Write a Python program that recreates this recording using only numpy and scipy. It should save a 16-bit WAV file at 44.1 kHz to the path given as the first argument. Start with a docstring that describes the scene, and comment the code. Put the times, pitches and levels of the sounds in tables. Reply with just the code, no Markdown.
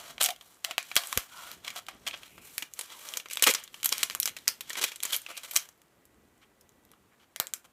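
"""Small quiet room: clear protective film is peeled off the plastic shell of a small drone, close by.
Each pull parts the glue in a fine hiss of random clicks; the stiff film buckles in snaps, crumples and ticks,
all of them short excitations filtered by the resonances of film and shell.
Dragged film draws out rough narrow-band notes; hands bump the hollow shell as damped sines.
The room answers the film; low grip rustle, room noise and a faint whine lie beneath."""
import sys
import numpy as np
from scipy import signal
from scipy.fft import rfft, irfft
from scipy.io import wavfile
from scipy.ndimage import uniform_filter1d

SR = 44100
rng = np.random.default_rng(int(sys.argv[2]) if len(sys.argv) > 2 else 0)


def wav_out(sig):
    """Save sig, one row per channel (or a flat mono array), as 16-bit PCM at SR to the path in sys.argv[1]."""
    wavfile.write(sys.argv[1], SR, np.round(np.clip(np.atleast_2d(sig).T, -1, 1) * 32767).astype(np.int16))


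N = 340452
EDGE_HZ = 15500
TAPS = 2048
HZ = np.fft.rfftfreq(TAPS, 1 / SR)
TIME = np.arange(N) / SR


def gain_of(db):
    """Decibels to amplitude."""
    return 10 ** (np.asarray(db) / 20)


def evened(x):
    """Scales to rms 1."""
    return x / np.sqrt(np.mean(x ** 2) + 1e-20)


def read(points, hz):
    """Reads a table along a log-frequency axis."""
    f, value = np.transpose(points)
    return np.interp(np.log(hz + 1), np.log(f + 1), value)


def add(mix, s, sound):
    """Mixes a sound in at time s."""
    part = mix[max(round(s * SR), 0):][:len(sound)]
    part += sound[:len(part)]


def noise(points):
    """Steady noise of rms 1 with the given spectrum."""
    gain = gain_of(read(points, np.fft.rfftfreq(N, 1 / SR)))
    return evened(irfft(rfft(rng.standard_normal(N)) * gain, N))


def ringing(db):
    """Causal (minimum-phase) impulse response of energy 1 with the given spectrum."""
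    log_gain = np.log(gain_of(np.concatenate([db, db[-2:0:-1]])))
    min_phase = np.exp(np.conj(signal.hilbert(log_gain)))
    response = np.fft.ifft(min_phase).real[:TAPS // 2]
    return response / np.linalg.norm(response)


def peak(hz, width_hz):
    """Bell of height 1 around a frequency."""
    return 1 / (1 + (2 * (HZ - hz) / width_hz) ** 2)


def crease(hz, lift_db, octaves):
    """The broad resonance of one facet of film, in dB."""
    return lift_db / (1 + (np.log2((HZ + 1) / hz) / octaves) ** 2)


def colour(s, body_db, bright_db, shell_share, hollow_db=8, slope_db_per_octave=7):
    """Film spectrum in dB at time s: slack patches have body, taut ones are bright, stuck ones ring the shell."""
    # Film colour: freq_hz, density_db (relative, per Hz)
    film_points = [(60, -6.5), (450, -6), (750, 0.5), (1300, 1), (1800, -0.5), (2900, -2), (4700, -2),
                   (7500, 3), (9700, 0.5), (12500, 3), (15200, -2.5)]
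    # Resonances of the hollow shell under the film: freq_hz, width_hz, lift_db (at shell_share 1)
    shell_peaks = [(1040, 110, 1.5), (1362, 180, 0.5), (2300, 200, 5.5), (2890, 150, 6.5), (3263, 400, 7.5),
                   (4065, 690, 5), (5800, 250, 4), (7300, 430, 1.5)]
    # Loose flap, lower as it grows, higher again once crumpled: time_s, lowest_resonance_hz
    flap_points = [(0, 680), (1.9, 726), (2.3, 500), (4.8, 416), (5.5, 546)]
    flap_hz = np.interp(s, *np.transpose(flap_points))
    flap = 4 * peak(flap_hz, width_hz=190)
    flap -= hollow_db * peak(566 + .42 * flap_hz, width_hz=130)  # dip above the resonance
    # the flap radiates little below its lowest resonance
    flap -= slope_db_per_octave * np.clip(np.log2(flap_hz / (HZ + 1)), 0, 4)
    low = read([(1000, 1), (2400, 0)], HZ)
    high = read([(3400, 0.063), (11500, 0.93)], HZ)
    shell = sum(db * peak(hz, width_hz) for hz, width_hz, db in shell_peaks)
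    top = np.clip((HZ - EDGE_HZ) / 50, 0, 30)
    return read(film_points, HZ) + flap + body_db * low + bright_db * high + shell_share * shell - top


def grains(size, per_s, spread_db):
    """Random tiny clicks, a few of them much larger than the rest; rms 1."""
    sizes = gain_of(spread_db * np.minimum(rng.exponential(1, size), 4))
    return evened(sizes * rng.choice([-1, 1], size) * (rng.random(size) < per_s / SR))


def swell(start_s, end_s, rise_db_per_s, fall_db_per_s, t, build_db=0):
    """Gain of one hand movement: swells up to its start, holds or builds, dies away after its end."""
    hold_db = build_db * (np.clip((t - start_s) / (end_s - start_s), 0, 1) - .5)
    rise_db = rise_db_per_s * np.maximum(start_s - t, 0)
    fall_db = fall_db_per_s * np.maximum(t - end_s, 0)
    return gain_of(hold_db - rise_db - fall_db)


def snaps(crack=5, flutter_db=-19, flutter_s=0.0065, shell_share=0.61, room_share=.9):
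    """A facet flips with one crack, rattles briefly and flutters on. Rows: to the microphone, into the room."""
    # One buckle of film or tick of shell: start_s, energy_db (over 1 ms), body_db (lift below 1 kHz),
    # bright_db (lift toward 11.5 kHz), facet_hz, rattle_ms (scales rattle rise and decay, at least .25)
    snap_rows = [(0.181, -31, 0, -24, 2190, .6), (0.2088, -21.5, 7.5, -12, 4000, 1.1),
                 (0.2126, -12.5, 7.5, 2.5, 3230, 1.7), (0.226, -16.5, -22, -4, 10200, 0.36),
                 (0.2328, -14.5, -27, 5, 8050, 0.37), (0.2406, -15, -10, 6, 8250, .75),
                 (0.2464, -17, -19, -6, 6030, 3.6), (0.2601, -15, -27, 0.5, 2920, 1.5),
                 (0.288, -20.5, 2, -10, 750, 2.1), (0.305, -24.5, -10, -5, 3470, 2.1),
                 (0.362, -42.5, -15, -11, 2950, 1.1), (0.411, -38.5, -1, -12, 3530, 1.9),
                 (0.6439, -30, -3, -8.5, 7680, .6), (0.6475, -18, -4.5, -9, 3120, 0.77),
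                 (0.7103, -23.5, 3, -15.5, 2650, 2.3), (0.7812, -14, -0.5, -14, 2600, 0.28),
                 (0.8285, -36, -6, -11.5, 7880, .5), (0.9154, -27, 1.5, -27, 2380, 1.3),
                 (0.9563, -20.5, -10, 2, 10360, .5), (0.9653, -6.5, -0.5, -6.5, 3370, .6),
                 (0.9721, -15, -2.5, -12.5, 4470, 3.8), (1.036, -29, 1, -12, 3230, 2),
                 (1.0721, -30, -10, 10, 7840, .5), (1.1278, -20, 2.5, -6, 1060, 0.85),
                 (1.1752, -12.5, 2, -11, 12000, 0.66), (1.5156, -33, -15, -12, 12830, .4),
                 (1.6482, -32.5, -4, -18, 3070, 1.1), (1.6792, -23.5, -9, -19, 2270, 1.8),
                 (1.704, -30.5, -15, -12, 2300, 1.1), (1.8665, -40, -24, -10, 3500, 0.99),
                 (1.885, -27.5, 5.5, -14, 2480, 3.6), (2.071, -25, -11, -29, 2820, 0.7),
                 (2.0754, -23, -4.5, -11.5, 3070, 2.5), (2.1107, -31, -21, -33, 2740, 1.1),
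                 (2.1408, -31, 3.5, -30, 2840, .9), (2.233, -36.5, -4, -17, 2580, 1.4),
                 (2.38, -40, 8, -37, 2360, 1), (2.581, -19.5, -12, -12.5, 11800, 0.49),
                 (2.624, -23.5, -5, -10.5, 2330, 2.6), (2.737, -32.5, -26, 4, 6640, 0.96),
                 (2.7912, -23.5, 1.5, -2.5, 9400, 2.7), (2.8111, -26, -3, -6.5, 9800, 2.1),
                 (3.0883, -29.5, -22, -9, 6060, 1.1), (3.1382, -26, -5.5, -7, 2880, 0.82),
                 (3.1716, -19.5, -4, -3, 6200, 1.8), (3.1996, -30.5, -6, -11.5, 2793, 2.2),
                 (3.2584, -34, 7, -17, 2450, 2.1), (3.286, -40.5, 1.5, -5.5, 6200, .75),
                 (3.3112, -29.5, -2, -3.5, 2540, 1.7), (3.3335, -25, -11, 9, 7450, 1),
                 (3.357, -32, -2.5, -3.5, 8180, .5), (3.3719, -20, -2.5, -9, 3420, .7),
                 (3.396, -29.5, -16, -6, 2410, 1.1), (3.4242, -8.5, -3.5, -3.5, 8700, 1.2),
                 (3.4377, -15, -6.5, -16, 2810, 1.2), (3.4405, -10.5, -12.5, -1.5, 2770, 1.2),
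                 (3.4717, -12, -3.5, -10.5, 2220, 0.87), (3.4875, -15, -6.5, -10.5, 5840, 3),
                 (3.5103, -20.5, -3.5, -9.5, 7840, .8), (3.5388, -19, -3, -1, 7400, 0.61),
                 (3.5486, -16, -4, -11, 5500, 2.3), (3.6383, -34, -13, 6, 6850, 2.3),
                 (3.6772, -39.5, -4.5, -13.5, 3880, 1.4), (3.743, -32.5, 1.5, -11, 2863, 2.1),
                 (3.831, -24.5, -10, -7, 3050, 1.1), (3.8464, -17.5, -14.5, 8, 12920, 0.44),
                 (3.8588, -12.5, -7, -2, 13450, .8), (3.8918, -20.5, -8, 4, 6190, .45),
                 (3.9263, -14, -13.5, -10.5, 4900, .5), (3.9813, -24, -6, -0.5, 5200, .3),
                 (4.0312, -13.5, -7, -9, 7400, .3), (4.034, -15, -8.5, -11.5, 11800, 0.62),
                 (4.0994, -24.5, 2.5, -10, 4600, .6), (4.109, -30, -2.5, -13.5, 2280, .85),
                 (4.1501, -21, .5, -6.5, 11240, .25), (4.201, -14, -28.5, 4, 11600, .6),
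                 (4.2246, -31.5, -9, -14.5, 4103, 1.2), (4.2303, -19, -14.5, -0.5, 5400, 1.1),
                 (4.2568, -16, -4, 4, 5510, 1.8), (4.2763, -21, -5, -18.5, 7410, .8),
                 (4.3665, -28.5, -5.5, -9.5, 2080, 3.3), (4.387, -39.5, -16, -5.5, 4050, .9),
                 (4.4748, -28.5, -5.5, -11.5, 1940, 1.6), (4.4795, -9, -8.5, -1.5, 5270, 0.52),
                 (4.4871, -21.5, -2, -7.5, 5370, 1.3), (4.6081, -26, -9, -13.5, 12450, 2.5),
                 (4.697, -29.5, 0, 2, 7970, 0.68), (4.7036, -24.5, -4, -15, 1920, 2.4),
                 (4.7318, -28.5, -3, -6, 6300, 1.5), (4.7547, -27, -5, -25, 2090, 1.7),
                 (4.8402, -13.5, -5, -3, 2520, 2), (4.9187, -30.5, -5, -10, 2430, 2.7),
                 (4.9597, -32, -12, -7, 8550, 1.8), (5.0036, -32.5, -14, -9, 3250, 0.51),
                 (5.028, -26, -11, -8, 7200, 2.5), (5.0338, -18.5, -27, -6, 11100, 1),
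                 (5.0527, -20.5, 5.5, 4, 7300, 2.05), (5.1292, -18, -10.5, -3, 3330, 3.3),
                 (5.1443, -21.5, -25, -4.5, 3010, 1.9), (5.1643, -19, -9, 5, 12000, .7),
                 (5.2175, -38, -3, 6, 9000, 1.9), (5.2641, -29, -8, -22, 2600, 1.3),
                 (5.375, -32.5, -4.5, -.5, 9700, 1), (5.5114, -27, -7.5, -4.5, 12580, 3),
                 (5.5633, -8.5, -14.5, -8, 6170, 0.31), (5.689, -41, 6, 0, 6290, 1.9),
                 (5.8176, -51, 1, -1, 2350, 1), (6.0535, -50, 5, 9, 728, 2),
                 (6.611, -49.5, -4.5, 6, 5660, 1.5), (6.6926, -51, 1, -1, 7120, .5),
                 (6.8511, -52.5, 2, -4.5, 12530, .7), (6.9163, -47.5, 0.5, -4, 10500, .7),
                 (6.9354, -49.5, 3, -37, 1244, 1.8), (7.3616, -28.5, -4, -6, 1850, 0.57),
                 (7.4003, -14, 2, -6.5, 13600, 0.4), (7.47, -30, -13, -6, 7800, .25),
                 (7.537, -20, -6.5, 1, 6900, 0.79)]
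    out, t = np.zeros((2, N)), np.arange(TAPS // 2) / SR
    for s, db, body_db, bright_db, facet_hz, ms in snap_rows:
        scale_s = max(ms, .25) / 1000
        onset = 1 - np.exp(-t / (.3 * scale_s))
        burst = np.exp(-t / (1.4 * scale_s))
        rattle = onset * (burst + gain_of(flutter_db) * np.exp(-t / flutter_s))
        beamed = colour(s, body_db, bright_db, shell_share)
        beamed = beamed + crease(facet_hz, lift_db=10.0, octaves=0.19)
        # summed over all directions, the colour of a single facet evens out
        spread = colour(s, room_share * body_db, room_share * bright_db, shell_share)
        spread = spread + crease(facet_hz, lift_db=5.0, octaves=0.31)
        for path, spectrum in zip(out, (beamed, spread)):
            drive = rng.standard_normal(len(t)) * rattle
            drive[0] = -crack
            snap = signal.fftconvolve(drive, ringing(spectrum))
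            snap *= np.sqrt(SR / 1000) / np.linalg.norm(snap)  # rms 1 if spread over 1 ms
            add(path, s, gain_of(db) * snap)
    return out


def crumples(trim_db=-1, shell_share=0.78, buckles=20, facets=4):
    """Facets of random pitch each buckle about as often in any fold: quick folds tear, slow ones crackle."""
    # Runs of tiny buckles as the film folds: start_s, end_s, level_db (before trim_db),
    # body_db (lift below 1 kHz), bright_db (lift toward 11.5 kHz)
    fold_rows = [(0.197, 0.275, -33.5, -4.5, -12), (1.638, 1.72, -46.5, -0.5, -15),
                 (1.749, 1.801, -40, 5, -9), (2.064, 2.09, -34, -2.5, -14), (2.128, 2.152, -42, -4, -34),
                 (3.295, 3.355, -42.5, -14, -8), (3.425, 3.445, -24.5, -2, -3),
                 (3.462, 3.485, -19.5, 3, -8.5), (3.49, 3.517, -25.5, -9, -4.5),
                 (3.84, 3.868, -31, -7.5, -2.5), (3.921, 3.929, -25, -1, -12),
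                 (4.255, 4.299, -40, -3.5, -7), (4.767, 4.799, -33.5, 1, -11), (4.808, 4.857, -30, -4, -8),
                 (4.86, 4.9, -42, -23, -11), (5.029, 5.072, -42, -5, -22),
                 (5.121, 5.162, -31.5, -4.5, -1.5), (5.284, 5.324, -44, 6.5, -12),
                 (5.365, 5.387, -40, -4, -10), (5.43, 5.466, -43.5, 0, -7), (5.53, 5.571, -41, 8, 9),
                 (5.556, 5.576, -24, -6.5, 0.5), (6.413, 6.447, -63.5, 3.5, -19.5),
                 (7.194, 7.249, -64.5, 3, -19.5), (7.642, 7.664, -56, 8.5, -7)]
    out = np.zeros(N)
    for start_s, end_s, db, body_db, bright_db in fold_rows:
        size, run = int(max(end_s - start_s, .004) * SR), 0
        film = colour(start_s, body_db, bright_db, shell_share)
        for hz in np.exp(rng.uniform(np.log(2000), np.log(12000), facets)):
            clicks = grains(size, per_s=buckles * SR / size, spread_db=3.0)
            clicks = clicks * signal.windows.tukey(size, .3)
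            facet = ringing(film + crease(hz, lift_db=5.0, octaves=0.13))
            run = run + signal.fftconvolve(clicks, facet)
        run = run * np.sqrt(size / (np.sum(run ** 2) + 1e-20))
        add(out, start_s, gain_of(db + trim_db) * run)
    return out


def pulling(t):
    """Strength, body dB and bright dB of the sliding film at times t; colour is weighted by pull power."""
    # Pulls dragging film off the shell and through the fingers: start_s, end_s,
    # level_db (relative strength), body_db (lift below 1 kHz), bright_db (lift toward 11.5 kHz)
    pull_rows = [(0, 0.104, -46, 6, -9), (0.44, 0.555, -59.5, 8.5, 2), (0.684, 0.703, -48, 1.5, -18),
                 (0.86, 0.96, -50.5, -2, -4.5), (1.01, 1.195, -42, 3.5, -1), (1.326, 1.529, -47.5, 3, -7.5),
                 (1.645, 1.767, -51.5, 6.5, -10), (1.9, 1.948, -55.5, 7.5, -20),
                 (2.058, 2.252, -53, 3.5, -10), (2.253, 2.41, -60.5, -1, 5), (2.444, 2.613, -51, 2.5, 4),
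                 (2.789, 2.846, -48, -1, -4.5), (2.922, 2.922, -42.5, -1, -13), (2.962, 3.027, -49, 1, -1),
                 (3.052, 3.162, -44.5, 5, -4), (3.397, 3.603, -45, -5, -21),
                 (3.733, 3.88, -56.5, -0.5, -2.5), (3.92, 4.02, -39, -4, -7),
                 (4.104, 4.128, -47.5, -3.5, -5), (4.353, 4.555, -59.5, -1.5, -6.5),
                 (4.692, 4.918, -47, -4, -11), (5.07, 5.15, -40.5, -5, -7), (5.233, 5.443, -55, -1, -6),
                 (5.483, 5.633, -49, 1.5, -4)]
    # last row: the film whispers in the fingers until it is dropped
    rows = np.array(pull_rows + [(0.0035, 5.68, -65.5, 2, -0.5)])
    rise_db_per_s, fall_db_per_s, build_db = 329.5, 261.5, 0.5  # builds with the tension
    gains = [swell(start_s, end_s, rise_db_per_s, fall_db_per_s, t, build_db) * gain_of(db)
             for start_s, end_s, db in rows[:, :3]]
    power = np.array(gains) ** 2
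    total = power.sum(0) + 1e-20
    return np.sqrt(total), rows[:, 3] @ power / total, rows[:, 4] @ power / total


def peel(trim_db=-3.0, shell_share=0.96, stutter_db=2.1, size=512):
    """Thousands of glue threads part each second; the pull sticks and slips a little."""
    stutter = uniform_filter1d(rng.standard_normal(N), size=300)
    stutter = evened(uniform_filter1d(stutter, size=300))
    threads = grains(N, per_s=12000, spread_db=1.5) * gain_of(stutter_db * stutter)
    _, t, z = signal.stft(threads, SR, nperseg=size, nfft=TAPS)
    strength, body_db, bright_db = pulling(t)
    shape = gain_of(colour(t[:, None], body_db[:, None], bright_db[:, None], shell_share))
    shape /= np.sqrt(np.mean(shape ** 2, axis=1, keepdims=True))
    hiss = signal.istft(z * shape.T, SR, nperseg=size, nfft=TAPS)[1][:N]
    return evened(hiss) * np.interp(TIME, t, strength) * gain_of(trim_db)


def ticks(moving_db=-12, settle_db=-82, facets=14):
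    """Stray small creases tick all over the sheet whenever it moves, and faintly as it settles."""
    out = np.zeros(N)
    film = colour(TIME[-1] / 2, 0, -4.5, shell_share=0.64)
    for hz in np.geomspace(600, 12000, facets):
        facet = ringing(film + crease(hz, lift_db=14.5, octaves=.3))
        out += signal.oaconvolve(grains(N, per_s=8, spread_db=4.0), facet)[:N]
    t = TIME[::TAPS // 8]
    strength = np.interp(TIME, t, pulling(t)[0])
    return evened(out) * (strength * gain_of(moving_db) + gain_of(settle_db))


def rough_note(length_s, hz, width_hz):
    """Fine stick and slip, as noise in a narrow resonance while the film slides; rms 1."""
    size = int(max(length_s, .02) * SR)
    edges_hz = [hz - width_hz / 2, hz + width_hz / 2]
    band = signal.butter(2, edges_hz, "bandpass", fs=SR, output="sos")
    note = signal.sosfilt(band, rng.standard_normal(size + TAPS))[TAPS:]
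    return evened(note * signal.windows.tukey(size, .6))


def drags():
    """Each drag draws out one note; the hardest tug rings all resonances of the taut sheet at once."""
    # Film or a finger dragged over the shell: start_s, end_s, level_db, pitch_hz, width_hz
    drag_rows = [(0.209, 0.346, -45.5, 725, 121), (0.663, 0.747, -53.5, 690, 130),
                 (1.28, 1.57, -55.5, 1400, 150), (1.301, 1.5, -58, 1025, 180),
                 (2.199, 2.587, -65, 2540, 700), (2.873, 3.015, -62.5, 1000, 200),
                 (4.792, 4.867, -52.5, 420, 150), (5.259, 5.423, -54, 2550, 700),
                 (6.41, 6.454, -67, 2400, 1400), (7.109, 7.158, -68.5, 1500, 1400)]
    # Resonances of the taut sheet: freq_hz, width_hz, level_db
    sheet_rows = [(265, 82, -42), (465, 100, -35), (2250, 550, -27.5)]
    rip_start_s, rip_end_s = 3.46, 3.509
    out = np.zeros(N)
    for start_s, end_s, db, hz, width_hz in drag_rows:
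        add(out, start_s, gain_of(db) * rough_note(end_s - start_s, hz, width_hz))
    for hz, width_hz, db in sheet_rows:
        add(out, rip_start_s, gain_of(db) * rough_note(rip_end_s - rip_start_s, hz, width_hz))
    return out


def bumps(trim_db=1, puff=.35):
    """Soft blows: the hand-held shell swings as a damped sine with a dull puff, and its modes ring briefly."""
    # Knocks of the hands: start_s, swing_db (before trim_db), pitch_hz, decay_s, ring_db (gain of shell modes)
    bump_rows = [(0.211, -59, 176, 0.015, -60), (0.9632, -51, 150, 0.0056, -49),
                 (1.163, -40, 60, .007, -72), (1.1733, -21, 75, 0.0028, -62),
                 (1.1759, -24.5, 493, 0.0023, -54), (2.625, -47.5, 303, .008, -62),
                 (4.481, -51, 174, 0.0065, -51), (7.3997, -41.5, 149, .0045, -46.5)]
    # Modes of the knocked shell: freq_hz, level_db (relative), t60_s
    mode_rows = [(1190, -6.5, .15), (1405, 0.5, .18), (1803, -4, .16), (2326, -0.5, .16), (2740, -5, .16),
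                 (3478, -7, .15)]
    out, t = np.zeros(N), np.arange(SR // 6) / SR
    ring = sum(gain_of(db - 60 * t / t60_s) * np.sin(2 * np.pi * hz * t) for hz, db, t60_s in mode_rows)
    band = signal.butter(2, [120, 450], "bandpass", fs=SR, output="sos")
    for s, db, hz, decay_s, ring_db in bump_rows:
        dull = evened(signal.sosfilt(band, rng.standard_normal(len(t))))
        blow = (np.sin(2 * np.pi * hz * t) + puff * dull) * np.exp(-t / decay_s)
        add(out, s, gain_of(db + trim_db) * blow + gain_of(ring_db) * ring)
    return out


def room(x, first_s=0.0024):
    """Dense reflections from the table and near walls, each band dying at its own speed."""
    # Room decay: freq_hz, t60_s
    decay_points = [(200, 0.12), (700, 0.2), (1800, 0.22), (4500, 0.16), (9000, 0.15), (15000, 0.15)]
    taps = rng.choice([-1., 1.], SR // 2) * (rng.random(SR // 2) < 5000 / SR)
    hz, t, z = signal.stft(taps, SR, nperseg=256)
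    decay = gain_of(-60 * t / read(decay_points, hz)[:, None])
    tail = signal.istft(z * decay, SR, nperseg=256)[1]
    tail *= np.clip(np.arange(len(tail)) / SR / first_s, 0, 1) ** 2  # reflections build up over first_s
    return signal.fftconvolve(x, tail / np.linalg.norm(tail))[:N]


def background(floor_db=-67.5, uneven_db=3, fade_db_per_s=62, resting_db=-79.5, whine_hz=1960):
    """Quiet shaped room noise, the uneven low noise rustle of the grip, and a faint sine whine."""
    # Room noise spectrum: freq_hz, density_db (relative, per Hz)
    floor_points = [(15, -29.5), (45, -5), (150, -4), (330, -1.5), (600, -6), (1200, -8), (2500, -13.5),
                    (5000, -21), (7500, -18.5), (10000, -21.5), (13000, -20), (15500, -23.5)]
    # Faint thin tone: time_s, level_db
    whine_points = [(5.6, -100), (5.95, -84), (6.9, -82), (7.25, -100)]
    # Hands shifting their grip on the shell: start_s, end_s, level_db
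    grip_rows = [(0, 0.296, -64.5), (1.58, 2.498, -65.5), (3.8, 4.54, -64.5), (6.046, 6.95, -69.5)]
    lumps = uniform_filter1d(rng.standard_normal(N), size=1500)
    lumps = evened(uniform_filter1d(lumps, size=1500))
    rustle = noise([(20, -33), (48, -4.5), (110, -7.0), (220, -5.5), (400, -9.5), (800, -20.5), (3000, -44)])
    grip = evened(rustle * gain_of(uneven_db * lumps))
    moving = np.max([gain_of(db) * swell(start_s, end_s, fade_db_per_s, fade_db_per_s, TIME)
                     for start_s, end_s, db in grip_rows], axis=0)
    whine_gain = gain_of(np.interp(TIME, *np.transpose(whine_points)))
    whine = np.sqrt(2) * np.sin(2 * np.pi * whine_hz * TIME) * whine_gain
    return gain_of(floor_db) * noise(floor_points) + grip * np.hypot(moving, gain_of(resting_db)) + whine


def scene():
    """Film and shell close by, in a small room."""
    direct, radiated = snaps()
    rustle = crumples() + peel() + ticks()
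    reflected = gain_of(-10.5) * room(radiated + rustle)
    return (direct + rustle + reflected + drags() + bumps() + background())[None]


def record(dry):
    """The microphone drops the deepest bass, the sharpest snaps overload the input; then the band limit."""
    highpass = signal.butter(2, 42, "highpass", fs=SR, output="sos")
    clipped = np.clip(signal.sosfilt(highpass, dry), -.78, .78)
    lowpass = signal.firwin(255, EDGE_HZ, window=("kaiser", 9), fs=SR)
    return signal.oaconvolve(clipped, lowpass[None], "same")


dry = scene()
out = record(dry)
wav_out(out)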